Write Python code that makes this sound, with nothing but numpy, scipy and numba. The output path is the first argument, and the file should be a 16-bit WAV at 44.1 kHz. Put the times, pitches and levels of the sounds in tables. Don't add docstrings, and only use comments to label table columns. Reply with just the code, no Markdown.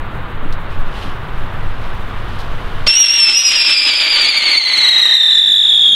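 import sys
import numpy as np
from scipy import signal
from scipy.fft import rfft, irfft
from scipy.io import wavfile
from scipy.ndimage import uniform_filter1d, minimum_filter1d
from numba import njit

SR = 44100
rng = np.random.default_rng(int(sys.argv[2]) if len(sys.argv) > 2 else 0)


def wav_out(sig):
    wavfile.write(sys.argv[1], SR, np.round(np.clip(np.atleast_2d(sig).T, -1, 1) * 32767).astype(np.int16))


N = 262395
TIME = np.arange(N) / SR

# [f/Hz, level/dB]
TRAFFIC_COLOUR = [(60, -6), (140, -0.5), (240, -8), (500, -9.5), (700, -10), (1150, -6.5), (1600, -10.5),
                  (2200, -17), (3700, -24), (4600, -37), (5800, -56), (8000, -66), (15500, -78)]
# [f/Hz, level/dB]
WIND_COLOUR = [(3, -6), (13, 10.5), (22, -15.5), (35, -7.5), (70, -21), (125, -18.5), (170, -38),
               (260, -67.5)]
# [t/s, level/dB, decay/s]
BUMPS = [(.425, -25.5, 0.045), (1.03, -27.5, 0.025), (1.07, -26, 0.013)]
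# [f/Hz, level/dB]
BUMP_COLOUR = [(80, -15), (180, -1), (330, 0), (600, -18), (2000, -54)]
# [t/s, level/dB, decay/s]
SPITS = [(.522, -30, 0.0094), (.545, -49, 0.0065), (2.385, -32, 0.013), (2.402, -34, 0.017)]
# [f/Hz, level/dB]
SPIT_COLOUR = [(2000, -4), (4200, 7), (7000, -9), (13000, -13), (15500, -18)]
# [t/s, level/dB, width/s]
FLARES = [(.73, -47, .03), (1.015, -36.5, .09), (1.85, -52, 0.074), (2.35, -50, 0.075)]
# [f/Hz, level/dB]
FUSE_COLOUR = [(1500, -8), (3000, 10.5), (5400, -5), (7000, -13.5), (12000, -16.5), (15500, -32)]

# [f/Hz, level/dB]
PUFF_COLOUR = [(100, -4), (1200, -4), (4500, 4), (9000, -21.0), (15000, -41)]
# [t/s, jet and spark level/dB, octave-down tone against the whistle/dB, before trims]
BURN = [(2.87, -21, -7.5), (3.4, -20, -8), (3.65, -18, -4.5), (4.1, -16, -7), (4.45, -15.5, -5.5),
        (5.1, -19, -13), (5.25, -26, -18), (5.5, -31, -23.5), (5.65, -32.5, -29.5), (5.95, -33.5, -34.5)]
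# [f/Hz, level/dB]
JET_COLOUR = [(120, -50.5), (290, -12.5), (450, -16.5), (900, -11.5), (1600, -8), (2300, -2.5), (3500, 4.5),
              (4400, -6), (5500, -25), (7500, -25), (10000, -37), (12500, -90), (15500, -55)]
# [f/Hz, level/dB]
HOLLOW_JET_COLOUR = [
    (150, -28), (300, -9.5), (650, -5.0), (950, 0), (1300, -2),
    (2000, -6.5), (3200, 6.5), (5500, -45), (15000, -45)]
# [t/s, rise/dB]
SURGES = [(3.16, 2), (3.3, 5), (3.55, 6), (3.701, 7.5), (3.878, 6), (4.06, 4.5), (4.19, 2)]
# [t/s, rise/dB]
SHOWERS = [(2.91, 12.5), (3.25, 4.5), (3.36, 7), (3.5, 9), (3.69, 3), (3.87, 2), (4.08, -3), (4.15, 1),
           (4.44, 3), (4.78, 2)]
# [f/Hz, level/dB]
SPARK_COLOUR = [(800, -12), (3200, 4), (5300, -12.0), (7500, -9.0), (10000, -18.5), (15500, -51)]
# [lights at t/s, empty length/m, burn speed/(m/s)]
FIRST_TUBE = (2.865, .01475, .00342)
SECOND_TUBE = (3.32, .01495, .00342)
# [t/s, pitch bend/share of the tube's note, level/dB]
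FIRST_BLOW = [(2.872, -.05, -10), (2.93, -0.062, -11), (2.975, 0.022, -9.5), (3.082, -0.021, -6.5),
              (3.125, 0.027, -10.5), (3.229, .004, -6), (3.38, -.016, -16.5), (3.47, -0.0048, -9.5),
              (3.85, .007, -15), (4.25, 0.017, -20), (4.7, 0.0032, -14), (5.15, -.016, -8),
              (5.95, -0.011, -13.5)]
SECOND_BLOW = [(3.32, -0.055, -9.5), (3.395, .016, -10.5), (3.65, .012, -12), (3.8, -0.0062, -10),
               (4.05, .004, -19.5), (4.6, -0.00098, -16), (5.05, -0.008, -13.5), (5.701, .008, -13.5),
               (5.95, 0.018, -17.5)]
# [t/s, level change/dB]
DIPS = [(2.945, 1.5), (3.08, -8), (3.176, -7.5), (3.3, 3), (3.428, -7), (3.534, -10), (3.65, -4.5),
        (3.73, 0), (3.86, -4.5)]
# [multiple of whistle pitch, level/dB]
OVERTONES = [(2, -23.5), (3, -26), (4, -26.5)]
# [multiple of whistle pitch, level/dB]
UNDERTONES = [(1.5, -21), (2.5, -27.5), (3.5, -28)]
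# [f/Hz], [level change/dB]
PATH_LOSS = [11360, 12900, 15500, 19000], [-1.0, -9.5, -18, -70]
# [t/s, level/dB, width/s]
SCRAPES = [(5.49, -40, 0.067), (5.75, -45.5, 0.095), (5.95, -37, 0.07)]
# [f/Hz, level/dB]
SCRAPE_COLOUR = [(60, -14.5), (170, 4.5), (380, -2.0), (800, -15), (3000, -25), (14000, -36)]
# [delay/s, gain]
ECHOES = [(.00073, 0.017), (.00335, 0.24), (.0058, 0.055), (.0083, 0.18), (0.0143, 0.21), (0.0205, 0.084)]
# [t/s, gain/dB]
CHARGE = [(2.87, 20.5), (5.15, 30.5), (5.95, 31.5)]

TRAFFIC_DB, WIND_DB, WIND_GUST_DB = -28, -15.5, 1.8
FUSE_START_S, FUSE_DB, FUSE_GROWTH_DB_PER_S = 0.62, -51.5, 5
IGNITION_S, PUFF_DB = 2.861, -18
SURGE_WIDTH_S, DIP_WIDTH_S = 0.041, 0.017
SHOWER_SPREAD_DB, SHOWER_RATE_HZ = 4.5, 45
SPIN_START_HZ, SPIN_DOUBLING_S, SPIN_TOP_HZ = 1.8386, .536, 50.3
START_TURNS = 0.13
SOUND_SPEED = 343
WANDER, WANDER_DB, WANDER_RATE_HZ = .009, 1.0, 22
RESTLESS_LOSS_DB = 7.5
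TOP_HZ = 15700


def undb(db):
    return 10 ** (np.asarray(db) / 20)


def unit(x):
    return x / np.sqrt(np.mean(x ** 2))


def curves(table):
    s, *columns = np.transpose(table)
    return [np.interp(TIME, s, column) for column in columns]


def colour(x, points):
    hz, db = np.transpose(points)
    f = np.maximum(np.arange(N // 2 + 1) * SR / N, 1)
    response = undb(np.interp(np.log(f), np.log(hz), db))
    return unit(irfft(rfft(x) * response, N))


def noise():
    return rng.standard_normal(N)


def walk(rate_hz):
    f = np.arange(N // 2 + 1) * SR / N
    return unit(irfft(rfft(noise()) * np.exp(-(f / rate_hz) ** 2), N))


def lit(start_s, rise_s):
    return np.clip((TIME - start_s) / rise_s, 0, 1)


def bursts(table):
    return sum(undb(db) * lit(s, 0.0054) * np.exp(-np.maximum(TIME - s, 0) / decay_s)
               for s, db, decay_s in table)


def swell(s, width_s):
    return np.exp(-((TIME - s) / width_s) ** 2)


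def swells(table):
    return sum(undb(db) * swell(s, width_s) for s, db, width_s in table)


def swells_db(table, width_s):
    return sum(change_db * swell(s, width_s) for s, change_db in table)


def traffic():
    wash = colour(noise(), TRAFFIC_COLOUR) * undb(TRAFFIC_DB + .5 * walk(27))
    drone_hz = 91.5 * (1 + 0.0228 * walk(3.95))
    drone = np.sin(2 * np.pi * np.cumsum(drone_hz) / SR) * undb(-31.0 + 2 * walk(4.1))
    return wash + drone


def wind():
    return colour(noise(), WIND_COLOUR) * undb(WIND_DB + WIND_GUST_DB * walk(24))


def bumps():
    return colour(noise(), BUMP_COLOUR) * bursts(BUMPS)


def fuse():
    spits = colour(noise() * undb(3.1 * walk(700)), SPIT_COLOUR) * bursts(SPITS)
    burning = lit(FUSE_START_S, .05) - lit(IGNITION_S, .03)
    steady = undb(FUSE_DB + FUSE_GROWTH_DB_PER_S * (TIME - FUSE_START_S)) * burning
    hiss = colour(noise() * undb(2 * walk(500)), FUSE_COLOUR) * (steady + swells(FLARES))
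    return hiss + spits


def puff():
    decay = np.exp(-np.maximum(TIME - IGNITION_S - .012, 0) / 0.01)
    return colour(noise(), PUFF_COLOUR) * undb(PUFF_DB) * lit(IGNITION_S, 0.012) ** 3 * decay


def spin():
    free = SPIN_START_HZ * 2 ** ((TIME - IGNITION_S) / SPIN_DOUBLING_S) * (TIME > IGNITION_S)
    return free / (1 + (free / SPIN_TOP_HZ) ** 11) ** (1 / 11)


def jet(angle):
    sputter = unit(undb(0.89 * walk(23) + 2.03 * walk(270) + 1.1 * np.cos(2 * angle)))
    hollow = lit(4.005, 0.85)
    bright = colour(noise(), JET_COLOUR) * (1 - 0.33 * hollow)
    dull = colour(noise(), HOLLOW_JET_COLOUR) * 0.53 * hollow
    return (bright + dull) * sputter


def sparks(angle):
    shower = unit(undb(SHOWER_SPREAD_DB * walk(SHOWER_RATE_HZ) + 1.0 * np.cos(angle)))
    clicks = noise() * (rng.random(N) < 4000 / SR) * shower
    return colour(clicks, SPARK_COLOUR) * undb(swells_db(SHOWERS, SURGE_WIDTH_S))


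def note(pipe, blow):
    start_s, empty_m, burn_m_per_s = pipe
    bend, db = curves(blow)
    length_m = empty_m + burn_m_per_s * np.maximum(TIME - start_s, 0)
    hz = SOUND_SPEED / (4 * length_m) * (1 + bend)
    return hz, db + swells_db(DIPS, DIP_WIDTH_S)


def partials(phase, hz, unrest, table, blur):
    out = 0
    for k, db in table:
        change_db = np.interp(k * hz, *PATH_LOSS) - RESTLESS_LOSS_DB * unrest * (k > 2)
        level = undb(db + change_db + 3.4 * walk(100))
        out = out + level * np.sin(k * phase + blur * np.sqrt(k) * walk(220))
    return out


def tube(pipe, blow, angle, low_db, radius_m, beam_db, beam_angle, jitter, flutter_db):
    hz, db = note(pipe, blow)
    approach = 2 * np.pi * spin() * radius_m * np.cos(angle)
    doppler = 1 + approach / SOUND_SPEED
    unrest = undb(0.391 * low_db)
    sway = unrest * walk(WANDER_RATE_HZ)
    shake = 1 + WANDER * sway + jitter * unrest * walk(212.5)
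    phase = 2 * np.pi * np.cumsum(hz * doppler * shake) / SR
    overtones = undb(0.13 * low_db - 2.5) * partials(phase, hz, unrest, OVERTONES, blur=0.47)
    under = undb(low_db - 1.0) * np.sin(phase / 2 + 0.45 * walk(200))
    between = undb(0.77 * low_db + 4.0) * partials(phase, hz, unrest, UNDERTONES, blur=0.51)
    turbulence = walk(207) * np.sin(phase / 2) + walk(227) * np.cos(phase / 2)
    ring = undb(low_db - 9.0) * lit(3.22, 0.42) * turbulence
    beam = unit(undb(-beam_db * lit(3.57, 0.56) * np.cos(angle + beam_angle)))
    strength = undb(db + WANDER_DB * sway + flutter_db * unrest * walk(73)) * beam
    voice = np.sin(phase) + overtones + under + ring + between
    return np.sqrt(2) * voice * strength * lit(pipe[0], 0.016) ** 3


def scrape(angle):
    touch = unit(undb(5.1 * np.cos(angle)))
    return colour(noise(), SCRAPE_COLOUR) * touch * swells(SCRAPES)


def spinner():
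    jet_db, low_db = curves(BURN)
    angle = 2 * np.pi * (START_TURNS + np.cumsum(spin()) / SR)
    roar_gain = undb(jet_db + swells_db(SURGES, SURGE_WIDTH_S)) * lit(IGNITION_S, 0.027) ** 3
    roar = (undb(-0.5) * jet(angle) + undb(-11.5) * sparks(angle)) * roar_gain
    first = tube(FIRST_TUBE, FIRST_BLOW, angle, low_db, radius_m=0.034,
                 beam_db=5.0, beam_angle=1.0, jitter=0.00702, flutter_db=2.0)
    second = tube(SECOND_TUBE, SECOND_BLOW, angle + np.pi, low_db, radius_m=0.0364,
                  beam_db=7, beam_angle=0.76, jitter=0.00796, flutter_db=3.5)
    return puff() + roar + first + second + scrape(angle)


def garden(x, tail_db, t60_s):
    near = sum(gain * np.interp(TIME - delay_s, TIME, x, left=0) for delay_s, gain in ECHOES)
    scatter = noise() * undb(-60 * TIME / t60_s) * lit(0.0074, 0.036)
    tail = signal.fftconvolve(x, scatter / np.sqrt(np.sum(scatter ** 2)))[:N]
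    return x + near + undb(tail_db) * tail


def scene():
    surroundings = traffic() + wind() + bumps()
    charge_db, = curves(CHARGE)
    firework = undb(charge_db) * garden(spinner(), tail_db=-12, t60_s=0.7)
    return (surroundings + fuse() + firework)[None]


@njit
def follow(size, release):
    out, held = np.empty(len(size)), 0.
    for i in range(len(size)):
        held = max(size[i], held * (1 - release))
        out[i] = held
    return out


def record(dry):
    ceiling, release_s = .93, .3
    peak = follow(np.abs(dry[0]), 1 / (release_s * SR))
    gain = ceiling / np.maximum(peak, ceiling)
    held = dry * uniform_filter1d(minimum_filter1d(gain, size=90), size=90)
    bent = held + 0.037 * held ** 2 - 0.012 * held ** 3
    centred = signal.sosfilt(signal.butter(1, 5, "high", fs=SR, output="sos"), bent)
    return signal.sosfilt(signal.ellip(12, .2, 80, TOP_HZ, fs=SR, output="sos"), centred)


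dry = scene()
out = record(dry)
wav_out(out)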